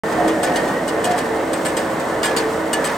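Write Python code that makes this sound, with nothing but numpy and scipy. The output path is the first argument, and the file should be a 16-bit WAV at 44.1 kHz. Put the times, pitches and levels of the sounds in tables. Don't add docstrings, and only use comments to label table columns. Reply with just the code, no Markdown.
import sys
import numpy as np
from scipy import signal
from scipy.fft import rfft, irfft
from scipy.io import wavfile

SR = 44100
rng = np.random.default_rng(int(sys.argv[2]) if len(sys.argv) > 2 else 0)


def put_to_file(sound):
    columns = np.atleast_2d(sound).T
    safe = np.clip(columns, -1, 1)
    whole_steps = np.round(safe * 32767)
    wavfile.write(sys.argv[1], SR, whole_steps.astype(np.int16))


N = 130977

# (frequency [Hz], level [dB])
RUMBLE_COLOUR = [(25, -114), (48, -6), (64, -25.5), (100, -12.5), (160, -6), (300, -3), (560, 1), (800, -4),
                 (1300, -11.5), (1900, -13), (2400, -23.5), (4000, -33.5), (9000, -57)]
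# (time [s], level [dB])
BELT_LOAD = [(.04, -22.5), (.26, -19), (.38, -23), (.58, -19), (.82, -22.5), (1.12, -21.5), (1.4, -22.5),
             (2.1, -23), (2.4, -22), (2.67, -25), (2.8, -21.5), (2.95, -26)]
# (pitch [Hz], width [Hz], level [dB])
PANEL_NOTES = [(312, 68, -39), (571.6, 4.7, -39.5), (634, 8.8, -51.5), (1474, 12, -42), (1672, 45, -69),
               (1982, 7.4, -40), (2110, 8.2, -43.5), (2610, 27, -52), (3020, 20, -50.5)]
# (frequency [Hz], level [dB])
ROLLER_COLOUR = [(500, -33), (900, 8), (1150, 5.5), (1450, 1), (1900, -9), (2600, -40), (5000, -59)]
# (time [s], level [dB])
ROLLER_LEVEL = [(.05, -29), (.3, -30), (.4, -38), (.58, -64), (.72, -29), (.83, -40), (1.0, -34),
                (1.13, -31.5), (1.3, -33.5), (1.7, -32.5), (2.15, -29), (2.38, -30.5), (2.65, -31.5),
                (2.78, -29.5), (2.95, -27)]
# (pitch [Hz], level [dB], pitch drift [Hz])
DRIVE_TONES = [(82.3, -47.5, 0.6), (192, -50, 0), (242.1, -42, 3)]
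# (pitch [Hz], pitch drift [Hz])
FRAME_HUMS = [(322.5, 2.03), (448, 2.94), (527, 3.69)]
# (time [s], first hum [dB], second hum [dB], third hum [dB])
HUM_SWELLS = [(.05, -29.5, -23, -53), (.18, -22.5, -37, -46), (.32, -22, -23.5, -57),
              (.48, -32.5, -55, -23), (.7, -29.5, -57, -59), (1.0, -34, -24.5, -54), (1.18, -36, -36, -37),
              (1.33, -28.5, -24, -39), (1.551, -29, -35, -31.5), (1.8, -29.5, -40, -28.5),
              (2.1, -34.5, -38, -41), (2.3, -33, -31.5, -29.5), (2.48, -31, -21.5, -52),
              (2.66, -27.5, -31, -68), (2.82, -41, -28, -25), (2.95, -43, -35, -61)]
# (time [s], pitch [Hz], level [dB])
RASP_PATH = [(.04, 1820, -33), (.12, 1800, -36), (.3, 1830, -32.5), (0.391, 1830, -32.5), (.46, 1820, -33),
             (.6, 1830, -28.5), (.72, 1840, -33), (.79, 1900, -31.5), (.85, 1850, -47), (.92, 1850, -34.5),
             (1.06, 1810, -35.5), (1.351, 1800, -37), (1.45, 1800, -40), (2.95, 1840, -38.5)]
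# (frequency [Hz], level [dB])
GRIT_COLOUR = [(1200, -11.5), (2500, 3.5), (4000, 1), (6300, -0.5), (8500, 3), (10500, -2.5), (12500, -7.5),
               (15500, -9.5)]
# (time [s], level [dB])
GRIT_FLOW = [(.05, -39), (.2, -38), (.38, -39.5), (.66, -37.5), (.85, -41.5), (1.1, -38.5), (1.28, -40),
             (1.4, -41), (1.62, -38), (1.9, -39.5), (2.2, -39.5), (2.5, -38.5), (2.68, -41.5),
             (2.95, -37.5)]
# (time [s], level [dB], rise [s], scrape length [s], fade [s],
# clang [dB], bright ring [dB], body and steel ring [dB])
CLACK_EVENTS = [(0.116, -36.5, 0.0055, 0.012, 0.011, -14, -15, 4),
                (0.275, -29, 0.0045, 0.013, .014, -16, -4, -1),
                (0.427, -21.5, 0.0076, 0.014, .009, -14, 3, -3.5),
                (.463, -38, 0.0034, 0.005, .012, -10, -10, 4),
                (0.557, -23, 0.0022, 0.0084, 0.017, -5, -8, -7.5),
                (0.674, -36.5, 0.0054, .012, .012, -10, -9, 1),
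                (0.875, -27.5, 0.0047, 0.014, 0.011, -3, -4, -4),
                (1.038, -24, 0.0079, 0.017, .014, -7, -0.5, -3.5),
                (1.102, -33, 0.0034, 0.012, .014, -12, -12, 1),
                (1.172, -27, .007, 0.018, 0.01, -12, -2, -4),
                (1.531, -29, 0.0015, 0.0089, 0.0092, -12, 4.5, -1),
                (1.648, -24, .005, 0.016, 0.02, -16, 4, -3), (1.766, -26, .003, 0.0069, 0.016, -10, 6, -1),
                (1.995, -38.5, .005, 0.0086, 0.012, -7, 7, 4),
                (2.2302, -21, .0008, 0.028, 0.018, -12, -0.5, -0.5),
                (2.3641, -23, .0006, 0.016, 0.016, 5, -2, -0.5),
                (2.7302, -24, .0004, 0.004, 0.016, -9, 5, 0.5),
                (2.84, -24, 0.0047, 0.011, 0.013, -2, 7, -2),
                (2.867, -32, 0.0025, 0.0073, 0.013, -9, -1, -3.5)]
# (pitch [Hz], level [dB], time to fade by 60 dB [s])
STEEL_NOTES = [(1716, 6.5, 0.47), (1850, -6, 0.15), (2060, -17, 0.06), (2460, -1, 0.14), (2907, 3, 0.072),
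               (3237, -1, 0.1), (3530, -6.5, 0.11), (3800, -16, 0.1), (4170, -16, 0.06), (4969, -3, 0.065),
               (5650, -16, 0.069), (6196, -2.5, 0.074), (6870, -1.5, 0.029), (7490, -1, 0.039)]
# (pitch [Hz], level [dB], time to fade by 60 dB [s])
CLANG_NOTES = [(4484, 0, .09)]
# (pitch [Hz], level [dB], time to fade by 60 dB [s])
BRIGHT_NOTES = [(8100, 3, 0.016), (8350, -4.5, 0.029), (8430, 0.5, 0.022), (11300, -13, .03)]
# (frequency [Hz], level [dB])
SCRAPE_COLOUR = [(1000, -23.5), (3000, 7.5), (6000, 0.5), (8500, 1), (11000, 5.5), (13000, -16),
                 (15500, -24)]
# (frequency [Hz], level [dB])
BODY_COLOUR = [(300, -1), (900, 8), (1700, 11.5), (2500, 8.5), (4000, -0.5), (6000, -4), (10000, -20)]
# (peak time [s], half-length [s], level [dB])
GROAN_SWELLS = [(.21, 0.052, -26.5), (.48, 0.12, -30.5), (1.11, 0.075, -28)]
# (pitch [Hz], half-width of each filter [Hz], level [dB])
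GROAN_NOTES = [(500, 41, -20), (719, 16, 6.5)]
# (frequency [Hz], level [dB])
STEREO_SPREAD = [(50, -31), (130, -21), (300, -19.5), (600, -10.5), (1200, -7.5), (5000, -6), (9000, -9),
                 (15000, -54)]
# (frequency [Hz], level [dB])
LEFT_BALANCE = [(100, 0), (320, 0), (600, -2), (1200, -1.8), (2200, -0.8), (4500, 3), (9000, 0.3)]
# (frequency [Hz], phase [radians])
LEFT_LEAD = [(300, 0), (750, -.3), (1500, -.1), (3000, .6), (6200, .1), (7400, .6), (8200, .2),
             (10200, -3.1), (12200, -6.3), (13700, -9.4), (15300, -12.5)]


def undb(db):
    return 10 ** (np.asarray(db) / 20)


def unit(x):
    return x / np.sqrt(np.mean(x ** 2))


def curve(rows):
    return np.interp(np.arange(N) / SR, *np.array(rows).T)


def over_hz(rows):
    hz, value = np.array(rows).T
    return np.interp(np.log(np.arange(N + 1) * SR / (2 * N) + 1), np.log(hz), value)


def shape(x, gain):
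    return irfft(rfft(x, 2 * N) * gain, 2 * N)[..., :N]


def colour(x, rows):
    cepstrum = irfft(np.log(unit(undb(over_hz(rows)))))
    return shape(x, np.exp(rfft(2 * cepstrum[:N], 2 * N) - cepstrum[0]))


def ring(x, hz, width_hz):
    r = np.exp(-np.pi * width_hz / SR)
    feed = np.sqrt((1 - r * r) / 2) * np.array([1, 0, -1])
    return signal.lfilter(feed, [1, -2 * r * np.cos(2 * np.pi * hz / SR), r * r], x)


def drift(rate_hz):
    hz = np.arange(N + 1) * SR / (2 * N)
    return unit(shape(rng.standard_normal(N), np.exp(-(hz / rate_hz) ** 2)))


def noise():
    return rng.standard_normal((2, N))


def impacts(per_s, spread_db):
    hits = (rng.random((2, N)) < per_s / SR) * np.sign(noise())
    return unit(hits * undb(spread_db * np.clip(noise(), -2, 1)))


def tone(hz, drift_hz):
    phase = 2 * np.pi * np.cumsum(hz + drift_hz * drift(12.4)) / SR
    flutter = undb(2.1 * drift(9.7))
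    return unit(flutter * np.array([np.sin(phase), np.cos(phase)]))


def frame_rumble():
    knocks = unit(impacts(per_s=900, spread_db=1.5) + undb(1) * noise())
    panels = sum(undb(db) * ring(knocks, hz, width) for hz, width, db in PANEL_NOTES)
    return colour(knocks, RUMBLE_COLOUR) * undb(curve(BELT_LOAD)) + panels


def roller_clatter():
    return colour(impacts(per_s=1000, spread_db=2), ROLLER_COLOUR) * undb(curve(ROLLER_LEVEL))


def drones():
    drive = sum(undb(db) * tone(hz, drift_hz) for hz, db, drift_hz in DRIVE_TONES)
    swells = np.array(HUM_SWELLS)
    frame = sum(undb(curve(swells[:, [0, k + 1]])) * tone(hz, drift_hz)
                for k, (hz, drift_hz) in enumerate(FRAME_HUMS))
    return drive + frame


def belt_rasp():
    path = np.array(RASP_PATH)
    pitch_hz = curve(path[:, [0, 1]]) + 16 * drift(24.8)
    phase = 2 * np.pi * np.cumsum(pitch_hz) / SR
    grip = np.array([[drift(rate_hz=61) for _ in range(2)] for _ in range(2)])
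    rasp = unit(grip[0] * np.cos(phase) + grip[1] * np.sin(phase))
    return rasp * undb(curve(path[:, [0, 2]]))


def grit_hiss():
    grains = unit(impacts(per_s=640, spread_db=6) + undb(12.5) * noise())
    flow = undb(curve(GRIT_FLOW) + drift(27))
    return colour(grains * flow, GRIT_COLOUR)


def clacks():
    chatter = impacts(per_s=2600, spread_db=2) * undb(2 * drift(220))
    hiss = noise()
    rattle = unit(noise() * undb(2.2 * drift(160)))
    strike_fade_s, rattle_fade_s = 0.0035, 0.067
    scrape, body, rings = np.zeros((3, 2, N))
    for at, db, rise_s, length_s, fade_s, clang_db, bright_db, body_db in CLACK_EVENTS:
        span = slice(int(at * SR), min(int(at * SR) + SR // 4, N))
        t = np.arange(span.stop - span.start) / SR
        rise = undb(db) * np.minimum(t / rise_s, 1)
        after_scrape = np.maximum(t - length_s, 0)
        strike = undb(3.5) * rise * np.exp(-t / strike_fade_s) * hiss[:, span]
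        contact = rise * np.exp(-after_scrape / fade_s) * chatter[:, span]
        tail = undb(2) * rise * np.exp(-after_scrape / rattle_fade_s) * rattle[:, span]
        scrape[:, span] += strike + contact + undb(-13) * tail
        body[:, span] += undb(body_db) * (contact + tail)
        rings[:, span] += undb(body_db + 0.5) * struck_steel(contact + strike, STEEL_NOTES)
        rings[:, span] += undb(clang_db - 10) * struck_steel(contact, CLANG_NOTES)
        rings[:, span] += undb(bright_db - 7.5) * struck_steel(contact + strike, BRIGHT_NOTES)
    return undb(-6) * colour(scrape, SCRAPE_COLOUR) + undb(-5) * colour(body, BODY_COLOUR) + rings


def struck_steel(force, notes, scatter_db=2.2, detune=0.0097):
    chance = np.clip(rng.standard_normal((len(notes), 2)), -1, 1)
    sound = 0
    for (hz, db, fade_s), (louder, higher) in zip(notes, chance):
        width_hz = np.log(1000) / (np.pi * fade_s)
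        sound += undb(db + scatter_db * louder) * ring(force, hz * (1 + detune * higher), width_hz)
    return sound / np.sqrt(len(notes))


def frame_groans():
    t = np.arange(N) / SR
    swell = sum(undb(db) * np.exp(-((t - at) / half_s) ** 2) for at, half_s, db in GROAN_SWELLS)
    groan = 0
    for hz, half_width, db in GROAN_NOTES:
        band = ring(noise(), hz, 2 * half_width)
        groan += undb(db) * unit(ring(band, hz, 2 * half_width))
    return swell * groan


def scene():
    running = frame_rumble() + roller_clatter() + drones() + belt_rasp() + grit_hiss()
    shared, apart = running + clacks() + frame_groans()
    spread = undb(over_hz(STEREO_SPREAD))
    side = shape(apart, spread)
    pair = np.array([shared + side, shared - side])
    tilt_db = over_hz(LEFT_BALANCE) / 2
    left_gain = undb(tilt_db) * np.exp(1j * over_hz(LEFT_LEAD))
    right_gain = undb(-tilt_db)
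    return shape(pair, np.array([left_gain, right_gain]) / np.sqrt(1 + spread ** 2))


def record(dry):
    start_s, ceiling, top_hz = .035, .6, 15850
    opened = dry * (np.arange(N) / SR > start_s)
    rounded = opened / (1 + (opened / ceiling) ** 4) ** (1 / 4)
    return signal.sosfilt(signal.ellip(10, .2, 80, top_hz, fs=SR, output="sos"), rounded)


dry = scene()
out = record(dry)
put_to_file(out)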